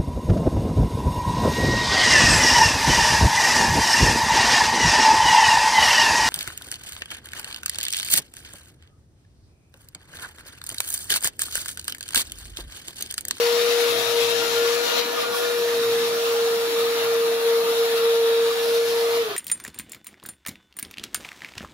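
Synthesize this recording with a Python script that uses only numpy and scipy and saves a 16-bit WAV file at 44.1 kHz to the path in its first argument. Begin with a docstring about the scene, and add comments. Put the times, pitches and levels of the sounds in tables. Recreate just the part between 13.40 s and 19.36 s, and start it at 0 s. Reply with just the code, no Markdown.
"""A small cordless vacuum, swept over a table close to a stereo microphone, then switched off.
The motor whines once per shaft turn, with faint multiples; the whine swells and dips as the machine
moves through the room's standing waves. Air rumbles in the cup and hisses from nozzle and vents over
a low hum. The nozzle whistles briefly as it brushes cloth. At switch-off the whine falls and fades."""
import sys
import numpy as np
from scipy import signal
from scipy.io import wavfile
from scipy.ndimage import uniform_filter1d

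SR = 44100
rng = np.random.default_rng(int(sys.argv[2]) if len(sys.argv) > 2 else 0)


def output_pcm(signal):
    """Save a mono or channel-first signal as 16-bit PCM at the path in sys.argv[1].

    Samples are clipped to [-1, 1] before scaling.
    """
    pcm = np.clip(np.atleast_2d(signal).T, -1, 1) * 32767
    wavfile.write(sys.argv[1], SR, np.round(pcm).astype(np.int16))


N = 262836
TIME_S = np.arange(N) / SR


def gain(db):
    """Decibels to amplitude."""
    return 10 ** (np.asarray(db) / 20)


def unit_rms(x):
    """Scales to rms 1."""
    return x / np.sqrt(np.mean(abs(x) ** 2) + 1e-20)


def spectrum_at(rows, hz):
    """A spectrum table interpolated over log frequency."""
    row_hz, value = np.transpose(rows)
    return np.interp(np.log(hz + 1), np.log(row_hz + 1), value)


def curves(rows, t):
    """Each value column of a time table at times t."""
    row_s, *columns = np.transpose(rows)
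    return [np.interp(t, row_s, column) for column in columns]


def pan(pan_db):
    """Left and right gains for a level difference."""
    return gain([pan_db / 2, -pan_db / 2])


def waver(width_hz):
    """Slow complex noise of rms 1; blurs a tone to the given width."""
    pole = np.exp(-np.pi * width_hz / SR)
    noise = rng.standard_normal(N) + 1j * rng.standard_normal(N)
    return unit_rms(signal.lfilter([1], [1, -2 * pole, pole * pole], noise))


OFF_S, SLOWING_HZ_PER_S, FADE_DB_PER_S = 5.803, 545, -88
COAST_S = np.maximum(TIME_S - OFF_S, 0)
# Shaft speed. Each row: time in seconds, turn rate in Hz.
SHAFT_SPEED = [(0, 472.3), (.2, 472), (.6, 468.5), (.95, 467.6), (1.1, 467.6), (1.3, 469), (1.42, 473.8),
               (1.9, 476), (2.08, 475.7), (2.25, 470.7), (2.4, 465.2), (3, 464.6), (4.1, 462), (4.8, 461.5),
               (5.1, 462), (5.8, 466)]
def shaft_angle(wander_hz=1.2):
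    """Angle in radians; the shaft speeds up while the nozzle is partly blocked, slows once off."""
    speed_hz = curves(SHAFT_SPEED, TIME_S)[0] + wander_hz * waver(width_hz=5).real
    return 2 * np.pi * np.cumsum(speed_hz - SLOWING_HZ_PER_S * COAST_S) / SR


# Shaft tone in the standing waves. Each row: time in seconds, level in dB.
WHINE_MID = [(0.0, -19), (0.03, -20), (0.24, -21.5), (0.42, -21), (0.63, -28), (0.69, -26.5), (0.79, -19.5),
             (0.89, -25), (0.93, -23), (1.1, -28.5), (1.18, -21.5), (1.28, -21.5), (1.45, -28), (1.48, -42),
             (1.5, -54), (1.53, -28), (1.57, -34), (1.6, -25), (1.65, -35.5), (1.68, -28.5), (1.76, -35),
             (1.79, -29), (1.84, -37.5), (1.9, -26), (1.94, -34), (1.97, -29), (2.16, -24), (2.54, -21),
             (2.71, -25), (3.05, -21), (3.31, -25), (3.42, -20.5), (3.55, -24.5), (3.65, -24), (3.7, -20.5),
             (3.94, -21.5), (4.01, -25.5), (4.07, -18), (4.17, -19.5), (4.25, -24), (4.3, -19.5),
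             (4.35, -24.5), (4.41, -19), (4.49, -24.5), (4.55, -19), (4.59, -22.5), (4.65, -18),
             (5.07, -19.5), (5.15, -25.5), (5.36, -19), (5.49, -23.5), (5.64, -20.5), (5.72, -23),
             (5.8, -20.5)]
# Its left-right difference, which escapes the dips. Each row: time in seconds, level in dB, lag in rad.
WHINE_SIDE = [(0, -33, .6), (.2, -30, 0.74), (.45, -30.5, .6), (.65, -36, 0.73), (.78, -30, .4),
              (.87, -34, 0.67), (.95, -31, .3), (1.08, -37, .7), (1.4, -31, .6), (1.55, -29, 1.3),
              (1.6, -26, 0.28), (1.64, -41, .2), (1.8, -27, 1.32), (1.88, -34, .6), (2, -28, 1.3),
              (2.15, -32, 0.75), (2.4, -40, 1), (2.7, -36, 1.6), (4, -35, 1.47), (4.1, -34, 0.48),
              (4.25, -36, 1.45), (5.1, -37.5, 1.5), (5.3, -32, 1.5), (5.5, -36, 1.33), (5.8, -36, 1.25)]
def whine(angle, echo_s=.039, echo_gain=.85):
    """One cycle per shaft turn; as it falls, it beats with a late echo still at the older pitch."""
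    echo_lead = np.pi * SLOWING_HZ_PER_S * (COAST_S ** 2 - np.maximum(COAST_S - echo_s, 0) ** 2)
    beat = (1 + echo_gain * np.exp(1j * echo_lead)) / (1 + echo_gain)
    mid = gain(curves(WHINE_MID, TIME_S)[0]) * beat
    side_db, side_lag = curves(WHINE_SIDE, TIME_S)
    side = gain(side_db) * np.exp(-1j * side_lag)
    envelope = np.array([mid + side, mid - side]) * gain(FADE_DB_PER_S * COAST_S)
    rough = 1 + .045 * waver(width_hz=14)  # uneven turning
    return np.sqrt(2) * (envelope * rough * np.exp(1j * angle)).real


# Low shaft multiples. Each row: time in seconds, second multiple in dB, third in dB.
OVERTONE_LEVELS = [(0, -41.5, -44), (.3, -54, -39), (.6, -51, -47), (.84, -43, -56), (1.2, -41.5, -41),
                   (1.4, -52, -41), (1.6, -46, -39), (1.85, -52, -43), (2.1, -51, -37), (2.25, -50, -58),
                   (2.9, -51, -46), (3.5, -50, -46.5), (4.1, -48.5, -52), (4.62, -47.5, -45),
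                   (5.2, -50, -46), (5.5, -53, -47), (5.65, -46, -58)]
def overtones(angle, fifth_db_per_hz=.77, drift_hz=3.79):
    """Multiples 2, 3 and 5 come and go as the machine moves; the fifth grows with speed."""
    second_db, third_db = curves(OVERTONE_LEVELS, TIME_S)
    speed_hz = curves(SHAFT_SPEED, TIME_S)[0]
    fifth_db = -54 + fifth_db_per_hz * (speed_hz - speed_hz.mean())
    out = np.zeros((2, N))
    for multiple, db, right_lead_rad in (2, second_db, .6), (3, third_db, 1.5), (5, fifth_db, 1.4):
        rough = (1 + 1.1 * waver(width_hz=26)) * (1 + .27 * waver(drift_hz))
        phase = multiple * angle + np.array([[0], [right_lead_rad]])
        out += gain(db + FADE_DB_PER_S * COAST_S) * (rough * np.exp(1j * phase)).real
    return np.sqrt(2) * out


# High shaft multiples. Each row: multiple, base level in dB, blur in Hz.
FAN_ORDERS = [(4, -60, 3.2), (6, -48, 7.6), (8, -47, 32), (9, -46, 27), (10, -54, 27), (12, -49, 48),
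              (15, -51, 23), (21, -65, 20), (24, -57, 20), (25, -68, 27), (31, -62, 18)]
def fan_tones(angle):
    """Blade and commutator tones leave by the vents, so they follow the hiss in level and pan."""
    vent_db, pan_db = curves(AIR_FLOW, TIME_S)[0], curves(POSITION, TIME_S)[1]
    facing = gain(1.3 * (vent_db - vent_db.mean())) * pan(pan_db)
    out = np.zeros((2, N))
    for multiple, db, blur_hz in FAN_ORDERS:
        blur = np.array([waver(blur_hz), waver(blur_hz)])
        out += gain(db) * (blur * np.exp(1j * multiple * angle)).real
    return np.sqrt(2) * facing * out


# Air flow. Each row: time in seconds, vent hiss in dB, hiss brightness in dB, fizz in dB.
AIR_FLOW = [(0, -28.5, 0.5, -34), (.5, -28.5, 0.5, -34), (1.2, -27.5, 0, -33.5), (1.41, -30.5, 2.5, -35),
            (1.5, -26.5, 0, -34), (1.6, -26, -1.5, -34), (1.615, -28, -3, -37), (1.72, -32.5, 2, -36),
            (1.8, -29, -2, -37), (1.89, -31.5, -1, -38), (1.97, -31, 1.5, -33), (2.05, -31, 1, -37.5),
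            (2.45, -32, 1, -36.5), (2.55, -30.5, 0, -35.5), (2.8, -31.5, 1, -35.5), (3.2, -31.5, 0, -36),
            (3.6, -31, -.5, -37), (4, -32.5, -1, -37.5), (4.35, -31, -1, -36.5), (4.95, -32.5, -1.5, -38.5),
            (5.2, -31.5, -1, -36.5), (5.46, -33, 2, -37.5), (5.52, -32, 1, -36), (5.81, -32, -1.5, -38),
            (5.96, -37.5, -3.5, -45)]
# Low end. Each row: time in seconds, rumble in dB, hum in dB.
BASS_LEVELS = [(0, -45, -73), (.4, -46.5, -58), (.5, -46, -51), (1.25, -45, -55.5), (1.5, -44, -67),
               (2.1, -48, -59), (2.45, -42.5, -52), (2.8, -46, -60), (3.7, -44.5, -56), (4, -47.5, -67.5),
               (5.96, -46, -57)]
# Four air noise spectra, low to high. Each row: frequency in Hz, relative density in dB.
RUMBLE_SPECTRUM = [(20, -26), (40, -21), (70, -29), (95, -20.5), (140, -10.5), (165, -18.5), (190, -8.5),
                   (250, -2.5), (320, -4), (355, -3), (400, -4), (550, -46)]
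BODY_SPECTRUM = [(300, -28), (420, -3), (520, -3.5), (700, -0.5), (850, -4.5), (1100, -3), (1500, -2.5),
                 (1900, -4.5), (2400, -22)]
VENT_SPECTRUM = [(1000, -63), (1700, -16.5), (1980, -5.5), (2760, 0), (2990, -3), (3810, 2), (4930, -7),
                 (5380, -6), (6410, -9), (7180, -11), (7890, -15), (8500, -29), (11000, -28), (18700, -120)]
FIZZ_SPECTRUM = [(6000, -32), (7800, -25), (8400, -12.5), (11000, -6.5), (12100, -9), (14000, -8.5),
                 (15600, -14.5), (16500, 0.5)]
# Cup, duct and room resonances. Each row: centre in Hz, width in Hz, lift in dB.
RESONANCES = [(189, 43, 5.5), (306, 59, 5), (354, 23, 1), (384, 21, 2), (664, 26, 5.5), (1727, 29, 8.5),
              (2730, 130, -2.5), (3880, 190, -1), (4520, 69, 2.5), (5190, 160, 3.5), (11200, 240, 0)]
def air_power(hz, t, ring_hz=1207, ring_width_hz=160, ring_swing_s=.06):
    """Power by channel, frequency and time: four noise bands and the ring of the narrow nozzle."""
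    vent_db, bright_db, fizz_db = curves(AIR_FLOW, t)
    pan_db = curves(POSITION, t)[1]
    swell_db = .46 * (vent_db - vent_db.mean())
    swing_db = 2.5 * unit_rms(uniform_filter1d(rng.standard_normal(len(t)), round(ring_swing_s / t[1])))
    lift_db = sum(db / (1 + (2 * (hz - centre) / width) ** 2) for centre, width, db in RESONANCES)

    def band(rows):
        return np.where((hz < rows[0][0]) | (hz > rows[-1][0]), -200, spectrum_at(rows, hz))

    def layer(shape_db, level_db, balance_db):
        density = gain(shape_db + lift_db) ** 2
        return (density / density.sum())[:, None] * (gain(level_db) * pan(balance_db))[:, None] ** 2

    beaming = gain(np.outer(np.clip(hz / 700 - 5.6, 0, 1), bright_db)) ** 2  # vents beam short waves
    ring_shape_db = -20 * np.log10(1 + (2 * (hz - ring_hz) / ring_width_hz) ** 2)
    rumble = layer(band(RUMBLE_SPECTRUM), curves(BASS_LEVELS, t)[0], .15 * pan_db)
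    body = layer(band(BODY_SPECTRUM), -34 + swell_db, .41 * pan_db)
    hiss = layer(band(VENT_SPECTRUM), vent_db, pan_db) * beaming
    fizz = layer(band(FIZZ_SPECTRUM), fizz_db, .067 * pan_db - .6)
    ring = layer(ring_shape_db, -41.5 + swell_db + swing_db, .1 * pan_db)
    return rumble + body + hiss + fizz + ring


# Machine position. Each row: time in seconds, left arrival lag in ms, vent pan (left minus right) in dB.
POSITION = [(0, -0.013, 6), (.3, -0.054, 6), (.55, 0.024, 7), (1.6, 0.042, 6.5), (1.62, 0.054, 2),
            (1.9, 0.032, 3), (2.15, -0.019, 1.2), (2.6, -0.046, 1.6), (4, -0.079, 2.1), (4.85, -0.086, 1.8),
            (5.15, -0.018, 1.2), (5.96, 0.061, 1)]
# Direct path and two table bounces. Each row: extra lag in ms, coherence of the low hiss,
# coherence of the high hiss, change of the low coherence per dB of pan.
SOUND_PATHS = [(0.0033, 0.19, 0.2, -0.01), (0.17, 0.25, 0.054, -0.0652), (-0.19, 0.057, 0.13, 0)]
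# Room sound. Each row: frequency in Hz, left-right coherence.
ROOM_COHERENCE = [(30, 0.72), (120, 0.9), (240, 1), (480, 1), (800, 0.67), (1200, 0.045), (2000, 0.03),
                  (3000, 0.01)]
def air_coherence(hz, t, room_lag_s=.00019):
    """Complex left-right coherence: bass from the room, treble by paths that move with the machine."""
    lag_ms, pan_db = curves(POSITION, t)
    high = np.clip(hz / 3000 - 1.7, 0, 1)[:, None]
    paths = 0
    for extra_ms, low_share, high_share, share_per_db in SOUND_PATHS:
        share = (1 - high) * np.maximum(low_share + share_per_db * pan_db, 0) + high * high_share
        paths += share * np.exp(2j * np.pi * np.outer(hz, lag_ms + extra_ms) / 1000)
    room = spectrum_at(ROOM_COHERENCE, hz) * np.exp(2j * np.pi * hz * room_lag_s)
    coherence = room[:, None] + paths * np.clip(hz / 800 - .8, 0, 1)[:, None]
    return coherence / np.maximum(abs(coherence), 1)


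def air(size=2048, patch_db=1.75, drift_db=.78, flicker_db=.9):
    """Rushing air: turbulence comes in patches, reflections drift with the hand, the treble flickers."""
    hop = size // 4
    frames = N // hop + 5
    hz, t = np.fft.rfftfreq(size, 1 / SR), np.arange(frames) * hop / SR
    power, coherence = air_power(hz, t), air_coherence(hz, t)
    left_re, left_im, own_re, own_im, patches, drift = rng.standard_normal((frames, len(hz), 6)).T
    patches = unit_rms(uniform_filter1d(uniform_filter1d(patches, 10, axis=0), 6, axis=1))
    drift = unit_rms(uniform_filter1d(uniform_filter1d(drift, 16, axis=0), 40, axis=1))
    flicker = unit_rms(uniform_filter1d(rng.standard_normal(frames), 3))
    treble = np.clip(hz / 3000, 0, 1)[:, None]
    texture = gain(patch_db * patches + drift_db * drift + flicker_db * flicker * treble)
    left = left_re + 1j * left_im
    right = coherence * left + np.sqrt(np.maximum(1 - abs(coherence) ** 2, 0)) * (own_re + 1j * own_im)
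    spectra = np.array([left, right]) * np.sqrt(power) * texture
    return np.sqrt(3 / 2) * signal.istft(spectra, nperseg=size, noverlap=size - hop)[1][:, :N]


def hum(pitch_hz=117.7, blur_hz=14):
    """A low wavering tone, nearly alike on both sides."""
    blur = .37 + waver(blur_hz) + .14 * np.array([waver(blur_hz), waver(blur_hz)])
    return gain(curves(BASS_LEVELS, TIME_S)[1]) * (blur * np.exp(2j * np.pi * pitch_hz * TIME_S)).real


# Nozzle whistles. Each row: peak time in seconds, level in dB, pitch in Hz, length in seconds.
WHISTLES = [(1.782, -30, 1220, .03), (1.842, -32, 1180, 0.03), (1.942, -30.5, 1138, 0.037),
            (5.112, -31.5, 1170, 0.02)]
def whistles(sag_hz_per_s=1200):
    """The nozzle brushes cloth and blows short, breathy tones that sag in pitch."""
    out = np.zeros(N)
    breath = 1 + .45 * waver(width_hz=92)
    for peak_s, db, hz, length_s in WHISTLES:
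        t = TIME_S - peak_s
        envelope = gain(db) * np.exp(-6.7 * (t / length_s) ** 2)
        phase = 2 * np.pi * (hz * t - sag_hz_per_s * t ** 2 / 2)
        out += envelope * (breath * np.exp(1j * phase)).real
    return np.sqrt(2) * out * pan(pan_db=1)[:, None]


def scene():
    """Motor tones locked to one shaft, plus hum and whistles, over the air noise."""
    angle = shaft_angle()
    motor = whine(angle) + overtones(angle) + fan_tones(angle)
    return motor + hum() + whistles() + air()


def record(dry):
    """Steep low-pass band limit."""
    cutoff_hz = 15740
    taps = signal.firwin(1023, cutoff_hz, window=("kaiser", 10), fs=SR)
    return signal.oaconvolve(dry, taps[None], "same")


dry = scene()
out = record(dry)
output_pcm(out)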